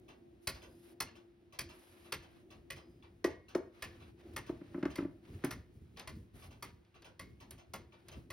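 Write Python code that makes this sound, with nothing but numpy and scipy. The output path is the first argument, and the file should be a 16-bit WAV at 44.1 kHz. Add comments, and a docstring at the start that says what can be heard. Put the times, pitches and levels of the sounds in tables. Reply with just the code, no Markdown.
"""An old wooden cuckoo clock ticks unevenly, close up in a small room: its pallets crack on the escape
wheel, and the movement and case ring. The microphone, a hand-held phone with two ports, starts at the
open side door and moves round to the front. Fingers knock, bump and rub on the case, and brass parts
click and ring. Two more clocks tick faintly further off, over a low hum and handling rumble."""
import sys
import numpy as np
from scipy import signal
from scipy.fft import rfft, irfft, next_fast_len
from scipy.io import wavfile
from scipy.ndimage import uniform_filter1d

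SR = 44100
rng = np.random.default_rng(int(sys.argv[2]) if len(sys.argv) > 2 else 0)


def unload_wav(signal):
    """Save mono or channel-first audio to the path in sys.argv[1] as 16-bit WAV at rate SR, clipped to [-1, 1]."""
    wavfile.write(
        sys.argv[1],
        SR,
        np.round(np.clip(np.atleast_2d(signal).T, -1, 1) * 32767).astype(np.int16),
    )


N = 366912
AGE = np.arange(SR // 2) / SR  # time since a blow [s]

# beats of the near clock, tick and tock in turn: (time [s], level [dB], treble [dB])
NEAR_BEATS = [(0.471, -32.5, 1), (1.002, -36.5, 8.5), (1.5881, -34.5, -1), (2.121, -34.5, 2),
              (2.702, -37.5, -6), (3.242, -42, 3.5), (3.8216, -35.5, -7.5), (4.362, -38, 2.5),
              (4.955, -42.5, -5), (5.5071, -42.5, 4.5), (6.073, -43, -4), (6.6238, -45.5, 6),
              (7.193, -44, -4), (7.735, -43.5, 3.5), (8.3022, -44, -2.5)]
# spectrum of handling rumble and thumps: (frequency [Hz], level [dB])
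RUMBLE_COLOUR = [(25, -9.5), (40, -2), (60, 7), (90, 9), (150, 1), (250, -2.5), (400, -7.5), (800, -39.5)]
# spectrum of rubbing and room hiss: (frequency [Hz], level [dB])
RUSTLE_COLOUR = [(200, 2), (500, 4), (900, -0.5), (1500, -1.5), (2400, -2), (4500, -9), (7000, -17),
                 (12500, -20), (15800, -24.5)]


def undb(db):
    """Decibels to gain."""
    return 10 ** (np.asarray(db) / 20)


def at(table, hz, axis=1):
    """A column of a table read on a log-frequency axis."""
    table = np.array(table)
    return np.interp(np.log(np.maximum(hz, 1)), np.log(table[:, 0]), table[:, axis])


def gain_curve(rows):
    """Gain at every sample from (time [s], level [dB]) rows."""
    return undb(np.interp(np.arange(N) / SR, *np.transpose(rows)))


def coloured(x, points):
    """Filter by (frequency [Hz], gain [dB]) points; padding keeps the end from wrapping round."""
    size = next_fast_len(len(x) + 2048)
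    gain = undb(at(points, np.fft.rfftfreq(size, 1 / SR)))
    return irfft(rfft(x, size) * gain, size)[:len(x)]


def unit(x):
    """Scale a blow to the energy of 10 ms at full level."""
    return x / np.sqrt(np.sum(x ** 2) * 100 / SR)


def add(track, s, sound):
    """Mix a sound in at time s."""
    start = int(np.clip(s * SR, 0, N - 1))
    track[start:start + len(sound)] += sound[:N - start]


def delayed(x, lag_s):
    """The same blow a little later."""
    return np.interp(AGE - lag_s, AGE, x, left=0)


def fade(rise, t60):
    """A rounded attack and an exponential decay."""
    return (1 - np.exp(-(AGE / rise) ** 2)) * np.exp(-np.log(1000) * AGE / t60)


def mode(hz, t60, rise=0.00029):
    """One damped vibration."""
    return unit(fade(rise, t60) * np.sin(2 * np.pi * (hz * AGE + rng.random())))


def chord(modes, t60, scatter_db):
    """Modes struck together, balanced anew at each blow; t60 holds at 1 kHz, higher ones die sooner."""
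    return sum(undb(db + scatter_db * rng.standard_normal()) * mode(hz, t60 * (1000 / hz) ** .25, .0015)
               for hz, db in modes)


def swell(hz, swell_s):
    """A heavily damped wooden mode that builds up and dies within a few cycles."""
    return unit((AGE / swell_s) ** 4 * np.exp(-2 * AGE / swell_s) * np.sin(2 * np.pi * hz * AGE))


def burst(colour, decay):
    """Dense modes as quarter-octave noise bands; decay rows are (frequency [Hz], rise [s], t60 [s])."""
    edges_hz = 35 * 2 ** np.arange(0, 9.1, .25)
    noise = rfft(rng.standard_normal(len(AGE)))
    hz = np.fft.rfftfreq(len(AGE), 1 / SR)
    out = 0
    for lo, hi in zip(edges_hz, edges_hz[1:]):
        centre = np.sqrt(lo * hi)
        envelope = fade(at(decay, centre), at(decay, centre, axis=2))
        band = irfft(noise * (hz >= lo) * (hz < hi), len(AGE)) * envelope
        out = out + unit(band) * undb(at(colour, centre)) * np.sqrt(hi - lo)
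    return unit(out)


def wash(colour, flicker_db, rate):
    """Coloured noise whose level wanders, with `rate` turns a second."""
    noise = coloured(rng.standard_normal(N), colour)
    hold = int(SR / rate)
    steps = np.repeat(rng.standard_normal(N // hold + 1), hold)[:N]
    noise = noise * undb(flicker_db * uniform_filter1d(steps, hold))
    return noise / noise.std()


def boxed(x, wall_db, count=4):
    """Reflections between the close walls of a case carve hollow peaks, different at each blow."""
    reflections = sum(delayed(x, lag / SR) for lag in rng.integers(30, 150, count))
    return unit(x + undb(wall_db) * reflections)


def room(x, colour):
    """The diffuse answer of the walls."""
    # reverberation of the small room: (frequency [Hz], rise [s], t60 [s])
    room_decay = [(100, 0.005, 0.43), (400, 0.0071, .36), (2000, 0.006, 0.36), (5900, 0.0035, 0.25),
                  (14000, 0.0095, 0.063)]
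    response = burst(colour, room_decay)
    return signal.fftconvolve(x, response / np.sqrt(np.sum(response ** 2)))[:N]


def background(tone_hz=345, tone_db=-3.5, waver_hz=4, hiss_db=-79.5):
    """The hand rumbles on the phone, a low hum wavers, and the room hisses faintly."""
    # rumble of the grip, restless once the phone is at the front: (time [s], level [dB])
    grip_level = [(0, -66), (1.3, -71), (2.4, -63.5), (3.1, -65), (4.2, -60), (4.8, -58), (5.85, -58),
                  (6.5, -56.5), (6.9, -67.5), (7.3, -55.5), (7.65, -63.5), (8.32, -60)]
    # the hum, fading and returning as the phone moves: (time [s], level [dB])
    hum_level = [(0, -64), (1.1, -62.5), (1.4, -68.5), (2.8, -64.5), (3.4, -72), (4.3, -62), (5, -60.5),
                 (5.6, -71.5), (6.85, -75.5), (8.32, -65.5)]
    # noise around the hum's clear tone: (frequency [Hz], level [dB])
    hum_colour = [(150, -19.5), (240, -4), (290, -9.5), (345, 2.5), (400, -12), (480, -19.5), (700, -19),
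                  (1200, -48)]
    rumble = gain_curve(grip_level) * wash(RUMBLE_COLOUR, flicker_db=4.5, rate=15)
    waver = wash([(8, 0), (30, -60)], flicker_db=0, rate=1)
    tone = np.sqrt(2) * np.sin(2 * np.pi * np.cumsum(tone_hz + waver_hz * waver) / SR)
    hum = gain_curve(hum_level) * (wash(hum_colour, flicker_db=4.0, rate=13) + undb(tone_db) * tone)
    hiss = wash(RUSTLE_COLOUR, flicker_db=1, rate=12)
    return rumble + hum + undb(hiss_db) * hiss


def far_clocks(rebound_s=.018, rebound_db=2, clink_db=5):
    """Further off, two pendulums keep their own time; each beat clinks, rebounds and blurs in the room."""
    # the slower clock, then the quicker: (first tick [s], full swing [s], tick to tock [s])
    pendulums = [(.081, 1.071, .537), (.544, .9795, .521)]
    # their voices: (tick [dB], tock [dB], body [dB], treble [dB])
    voices = [(-58, -53.5, 3, 7), (-55, -58, 2, 7)]
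    # each one's clearest ring: (frequency [Hz], t60 [s], relative level [dB])
    rings = [(3085, .2, -15.5), (1138, 0.21, -17)]
    # metal modes of the clink: (frequency [Hz], level [dB])
    clink_modes = [(1135, -27.5), (2347, -23), (2616, -24), (2729, -21), (3036, -26.5), (3418, -25),
                   (4048, -27.5), (6136, -32)]
    # spectrum of the blur: (frequency [Hz], level [dB])
    blur_colour = [(600, 6.5), (1100, 0), (1700, -1.5), (2700, -2), (4500, -5.5), (7000, -17.5),
                   (13000, -22), (15800, -23)]
    tock_dull_db = (0, -7.5)  # the quicker clock's tock has less treble
    out = np.zeros(N)
    for pendulum, voice, ring, dull_db in zip(pendulums, voices, rings, tock_dull_db):
        first_s, swing_s, tock_s = pendulum
        tick_db, tock_db, body_db, treble_db = voice
        hz, t60, ring_db = ring
        for lag_s, db, top_db in ((0, tick_db, treble_db), (tock_s, tock_db, treble_db + dull_db)):
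            blur = burst(blur_colour, [(498, 0.011, 0.33), (2830, 0.012, 0.26), (11970, 0.0014, 0.18)])
            tone = [(1200, body_db), (2200, 0), (4000, 0.028), (5500, top_db)]
            for s in np.arange((first_s + lag_s) % swing_s, N / SR, swing_s):
                clink = chord(clink_modes, t60=0.058, scatter_db=4.5)
                clink += undb(ring_db) * mode(hz, t60, rise=0.005)
                clink += undb(rebound_db) * delayed(chord(clink_modes, t60=0.22, scatter_db=3), rebound_s)
                beat = unit(boxed(blur, wall_db=-11.5) + undb(clink_db) * clink)
                add(out, s, undb(db) * coloured(beat, tone))
    return out


def thumps(case_db=-48, lag_s=.015):
    """Low, slow thumps: one from the hanging case just after every beat, and a few from the hand."""
    # dull bumps of the hand on the phone: (time [s], level [dB])
    hand_bumps = [(2.54, -50.5), (5.8, -49), (6.33, -47), (6.71, -54), (7.28, -52.5), (8.15, -41)]
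    case_thumps = [(beat[0] + lag_s, case_db) for beat in NEAR_BEATS]
    out = np.zeros(N)
    for s, db in case_thumps + list(hand_bumps):
        push = rng.standard_normal(len(AGE)) * fade(rise=.012, t60=0.42)
        add(out, s, undb(db) * unit(coloured(push, RUMBLE_COLOUR)))
    return out


def rubbing(attack_s=0.034, release_s=0.04):
    """Each stroke swells, holds and dies away: a grainy rub with a thin airy slide above it."""
    # strokes of the hand over the wood: (start [s], length [s], rub [dB], slide [dB])
    strokes = [(0.402, 0.443, -91.5, -74), (0.822, 0.091, -70.5, -70), (1.696, .38, -69, -71),
               (2.076, 0.34, -72.5, -82), (3.717, 0.37, -68, -84), (4.164, 0.73, -70, -103),
               (4.88, 0.15, -67, -91), (5.22, 0.29, -67, -83.5), (6.331, .13, -67.5, -68),
               (6.635, 0.05, -62, -91), (7.957, 0.26, -74.5, -88)]
    t = np.arange(N) / SR
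    rub_gain, slide_gain = np.zeros((2, N))
    for s, length_s, rub_db, slide_db in strokes:
        press = np.clip((t - s) / attack_s, 0, 1) * np.clip(1 - (t - s - length_s) / release_s, 0, 1)
        rub_gain += undb(rub_db) * press
        slide_gain += undb(slide_db) * press
    slide_colour = [(4000, -7), (8000, -10.5), (11000, -1.5), (13000, -4.0), (15800, -14.0)]
    slide = wash(slide_colour, flicker_db=1.5, rate=71)
    rub = wash(RUSTLE_COLOUR, flicker_db=2.5, rate=110)
    return rub_gain * rub + slide_gain * slide


def surroundings():
    """All that is faint or far from the microphone."""
    return far_clocks() + rubbing() + thumps() + background()


def clicks_and_rings(split_hz=23):
    """Small dry clicks, and metallic rings in which two close modes beat."""
    # clicks of loose parts: (time [s], relative level [dB], treble [dB])
    clicks = [(4.334, -64, 18), (5.445, -40, 21), (5.97, -43.5, 1), (5.994, -40, 9.5), (6.847, -67, -2),
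              (7.02, -51.5, 4), (7.507, -46.5, 21), (8.083, -46, 10.5)]
    # spectrum of a click: (frequency [Hz], level [dB])
    click_colour = [(500, 14), (1200, 10.5), (2500, 10), (5000, 8.5), (8000, -10), (12000, -6),
                    (15800, -18)]
    # metallic rings; the brief one at 1.074 s is the quicker far clock's tock:
    # (time [s], frequency [Hz], t60 [s], level [dB])
    metal_rings = [(.475, 4980, .8, -63), (1.005, 2140, .5, -57), (1.074, 2790, .09, -60),
                   (2.705, 4980, .8, -68), (3.244, 1921, .09, -37.5), (3.244, 2160, .6, -54),
                   (7.194, 2162, .6, -60)]
    out = np.zeros(N)
    for s, db, treble_db in clicks:
        click = burst(click_colour, [(500, 0.002, 0.25), (8000, 0.002, 0.016)])
        add(out, s, undb(db - 7.5) * coloured(click, [(5000, 0.024), (9000, treble_db)]))
    for s, hz, t60, db in metal_rings:
        add(out, s, undb(db) * unit(mode(hz, t60) + 0.29 * mode(hz + split_hz, t60)))
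    return out


def knocks(neutral_db=-32, brightening=2.95, panel_lag_s=0.000963):
    """A contact click, then the panel answers; hard knocks are higher and shake the case, soft ones thud."""
    # fingers on the case: (time [s], level [dB], panel pitch [Hz], relative click level [dB])
    finger_knocks = [(3.2421, -23.5, 357, -15), (3.5486, -25, 358.2, -17), (4.493, -31, 338, -22),
                     (4.612, -43.5, 313, -18.5), (4.744, -36.5, 301, -15), (4.756, -40, 325, -33),
                     (4.776, -36.5, 322.5, -23), (4.827, -29.5, 318.5, -12.5), (4.8525, -28.5, 329, -11.5),
                     (4.983, -30.5, 324, -12), (5.0009, -35, 325, -20), (5.0215, -36.5, 305, -19),
                     (5.047, -34.5, 316, -23), (5.438, -28.5, 312, -12), (5.4458, -34.5, 312, -7.5)]
    # panel modes: (ratio to the pitch, swell time [s], level when soft [dB], level when hard [dB])
    panel_modes = [(.5, 0.0029, -6.5, -20), (.75, 0.0034, -60, 3), (1, 0.0033, 3.5, 2),
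                   (1.45, .0028, -36, -2.5), (1.852, 0.0035, -12.5, -13)]
    # what a knock shakes in the rest of the case: (frequency [Hz], level [dB])
    shake_colour = [(200, -38), (380, 27.5), (550, -8.5), (800, 10), (1200, 7), (2500, -33), (8000, -20)]
    # click of finger on wood: (frequency [Hz], level [dB])
    contact_colour = [(500, 9), (700, 1), (1200, 8), (2000, 4.5), (3000, -9), (5000, -22), (8000, -35),
                      (12000, -50.5), (15800, -63)]
    out = np.zeros(N)
    for s, db, pitch_hz, click_db in finger_knocks:
        hardness = np.clip((pitch_hz - 315) / 50, 0, 1)
        panel = unit(sum(undb(soft_db + hardness * (hard_db - soft_db)) * swell(ratio * pitch_hz, swell_s)
                         for ratio, swell_s, soft_db, hard_db in panel_modes))
        shake = burst(shake_colour, [(334, 0.002, 0.35), (1200, 0.0013, 0.1)])
        wood = panel + undb(-21.5 + 12.1 * hardness) * shake
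        add(out, s + panel_lag_s, undb(db) * coloured(wood, [(40, -17), (130, -1.0)]))
        click = burst(contact_colour, [(500, 0.00053, 0.069), (5000, 0.0013, 0.03)])
        treble_db = brightening * (db - neutral_db)  # a stronger knock has a brighter click
        add(out, s, undb(db + click_db) * coloured(click, [(2500, 0), (6000, treble_db)]))
    return out


def escapement(rebound_s=.015, rebound_db=-8, case_db=-8, loose_db=-10, ring_db=3):
    """Close up, each pallet cracks on the wheel and rebounds; the movement and the case ring."""
    # each pallet landing on the escape wheel: (frequency [Hz], level [dB])
    tick_colour = [(45, -4.5), (90, 3), (200, -9.5), (350, -2), (480, -10.5), (750, -18), (1000, -17.5),
                   (1400, -12.5), (2100, -3.5), (3200, -12), (5000, -7), (7500, -16.5), (13000, -10),
                   (15800, -22)]
    tock_colour = [(45, 2.5), (90, -3.5), (200, 8.5), (350, 2), (480, 3), (750, -4.5), (1000, -5),
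                   (1400, -0.5), (2100, 3.5), (3200, -5), (5000, -8), (7500, -15.5), (13000, -9),
                   (15800, -20.5)]
    # modes of the movement that each pallet favours: (frequency [Hz], level [dB])
    tick_modes = [(549, -23), (635, -21), (1033, -20), (1125, -20), (1792, -19), (1932, -14), (2160, -17),
                  (2567, -19), (2826, -19), (3213, -21), (3310, -20), (4462, -14), (5259, -23), (6917, -22),
                  (9356, -21), (11159, -22)]
    tock_modes = [(958, -17), (1087, -16), (1216, -16), (1469, -20), (1749, -20), (1932, -18), (2160, -9),
                  (2573, -19), (3413, -17), (4236, -28), (4635, -19), (5760, -22), (6621, -24), (7644, -26),
                  (9038, -24), (11062, -20)]
    # how the case takes up a beat: (frequency [Hz], rise [s], t60 [s])
    case_decay = [(91.5, 0.012, 0.02), (345, 0.0057, 0.31), (1000, 0.012, 0.18), (4000, 0.009, 0.3),
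                  (13000, 0.0015, 0.14)]
    # from the open side door round to the glass front, the crack weakens and the wood takes over:
    # (time [s], wooden body [dB], relative crack level [dB])
    microphone_path = [(0.5, 6, 12.5), (1.1, 5, 17), (2.399, -0.5, 12.5), (4.3, 3, 12.5), (6.1, 7, 9),
                       (8.3, 8, 9)]
    crack_decay = [(1000, 0.012, 0.033), (4240, 0.00065, 0.034), (11000, 0.0039, .018)]
    pallets = []
    for colour, modes in ((tick_colour, tick_modes), (tock_colour, tock_modes)):
        crack = coloured(burst(colour, crack_decay), [(200, -25.5), (900, -14.5)])
        pallets.append((colour, modes, crack, burst(colour, case_decay)))
    times, *balance = np.transpose(microphone_path)
    out = np.zeros(N)
    for k, (s, db, treble_db) in enumerate(NEAR_BEATS):
        colour, modes, crack, case = pallets[k % 2]
        body_db, crack_db = (np.interp(s, times, column) for column in balance)
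        # the wheel rebounds twice, which thickens the click into a clack
        rebounds = undb(rebound_db) * delayed(crack, rebound_s)
        rebounds += undb(rebound_db - 2.5) * delayed(crack, 1.5 * rebound_s)
        strike = undb(crack_db - 7.5) * boxed(crack + rebounds, wall_db=-7.5)
        # no two teeth land quite alike
        ring = chord(modes, t60=.14, scatter_db=2)
        loose = burst(colour, case_decay)
        body = undb(case_db) * case + undb(loose_db) * loose + undb(ring_db) * ring
        tone = [(1200, body_db), (1600, 0.5), (2100, 0.0), (3000, -1), (5000, treble_db)]
        add(out, s, undb(db) * coloured(unit(strike + body), tone))
    return out


def scene():
    """Close beats, knocks and clicks sit in the centre; the echo and the faint sounds spread wide."""
    beats, blows, parts = escapement(), knocks(), clicks_and_rings()
    direct = beats + blows + parts + surroundings()
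    to_walls = undb(-14.0) * beats + undb(-10.0) * (blows + parts)
    mid = direct + room(to_walls, [(100, 12.0), (380, 0.92), (800, 3.3), (5000, 3.6), (14000, 1.5)])
    diffuse = room(to_walls, [(200, 5.3), (14000, 11.5)]) + surroundings()
    width = [(60, -18.5), (300, -10), (800, 0), (4000, -3.5), (6500, -24.5), (9000, -50.5)]
    side = coloured(diffuse, width)
    return np.array([mid + side, mid - side])


def record(dry, low_cut_hz=42, top_hz=15800):
    """The phone's ports shift phase and balance with frequency; the deepest bass and the top are cut."""
    # the two microphone ports: (frequency [Hz], phase lead of left [rad], left minus right [dB])
    ports = [(0, 0, -.4), (350, 0, .6), (700, -.15, 3.5), (1150, -.4, 1.2), (2000, .25, -1), (3400, .9, .6),
             (4300, .9, -2.5), (5100, .1, 1.5), (7400, 3.14, 0), (10200, 6.28, 0), (13400, 9.42, 0),
             (16000, 12, 0)]
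    hz = np.fft.rfftfreq(N, 1 / SR)
    port_hz, *columns = np.transpose(ports)
    lead, balance_db = (np.interp(hz, port_hz, column) for column in columns)
    left = undb(balance_db / 2) * np.exp(.5j * lead)
    heard = irfft(rfft(dry) * np.array([left, 1 / left]), N)
    heard = signal.sosfilt(signal.butter(3, low_cut_hz, "high", fs=SR, output="sos"), heard)
    return signal.sosfilt(signal.ellip(10, .2, 80, top_hz, fs=SR, output="sos"), heard)


dry = scene()
out = record(dry)
unload_wav(out)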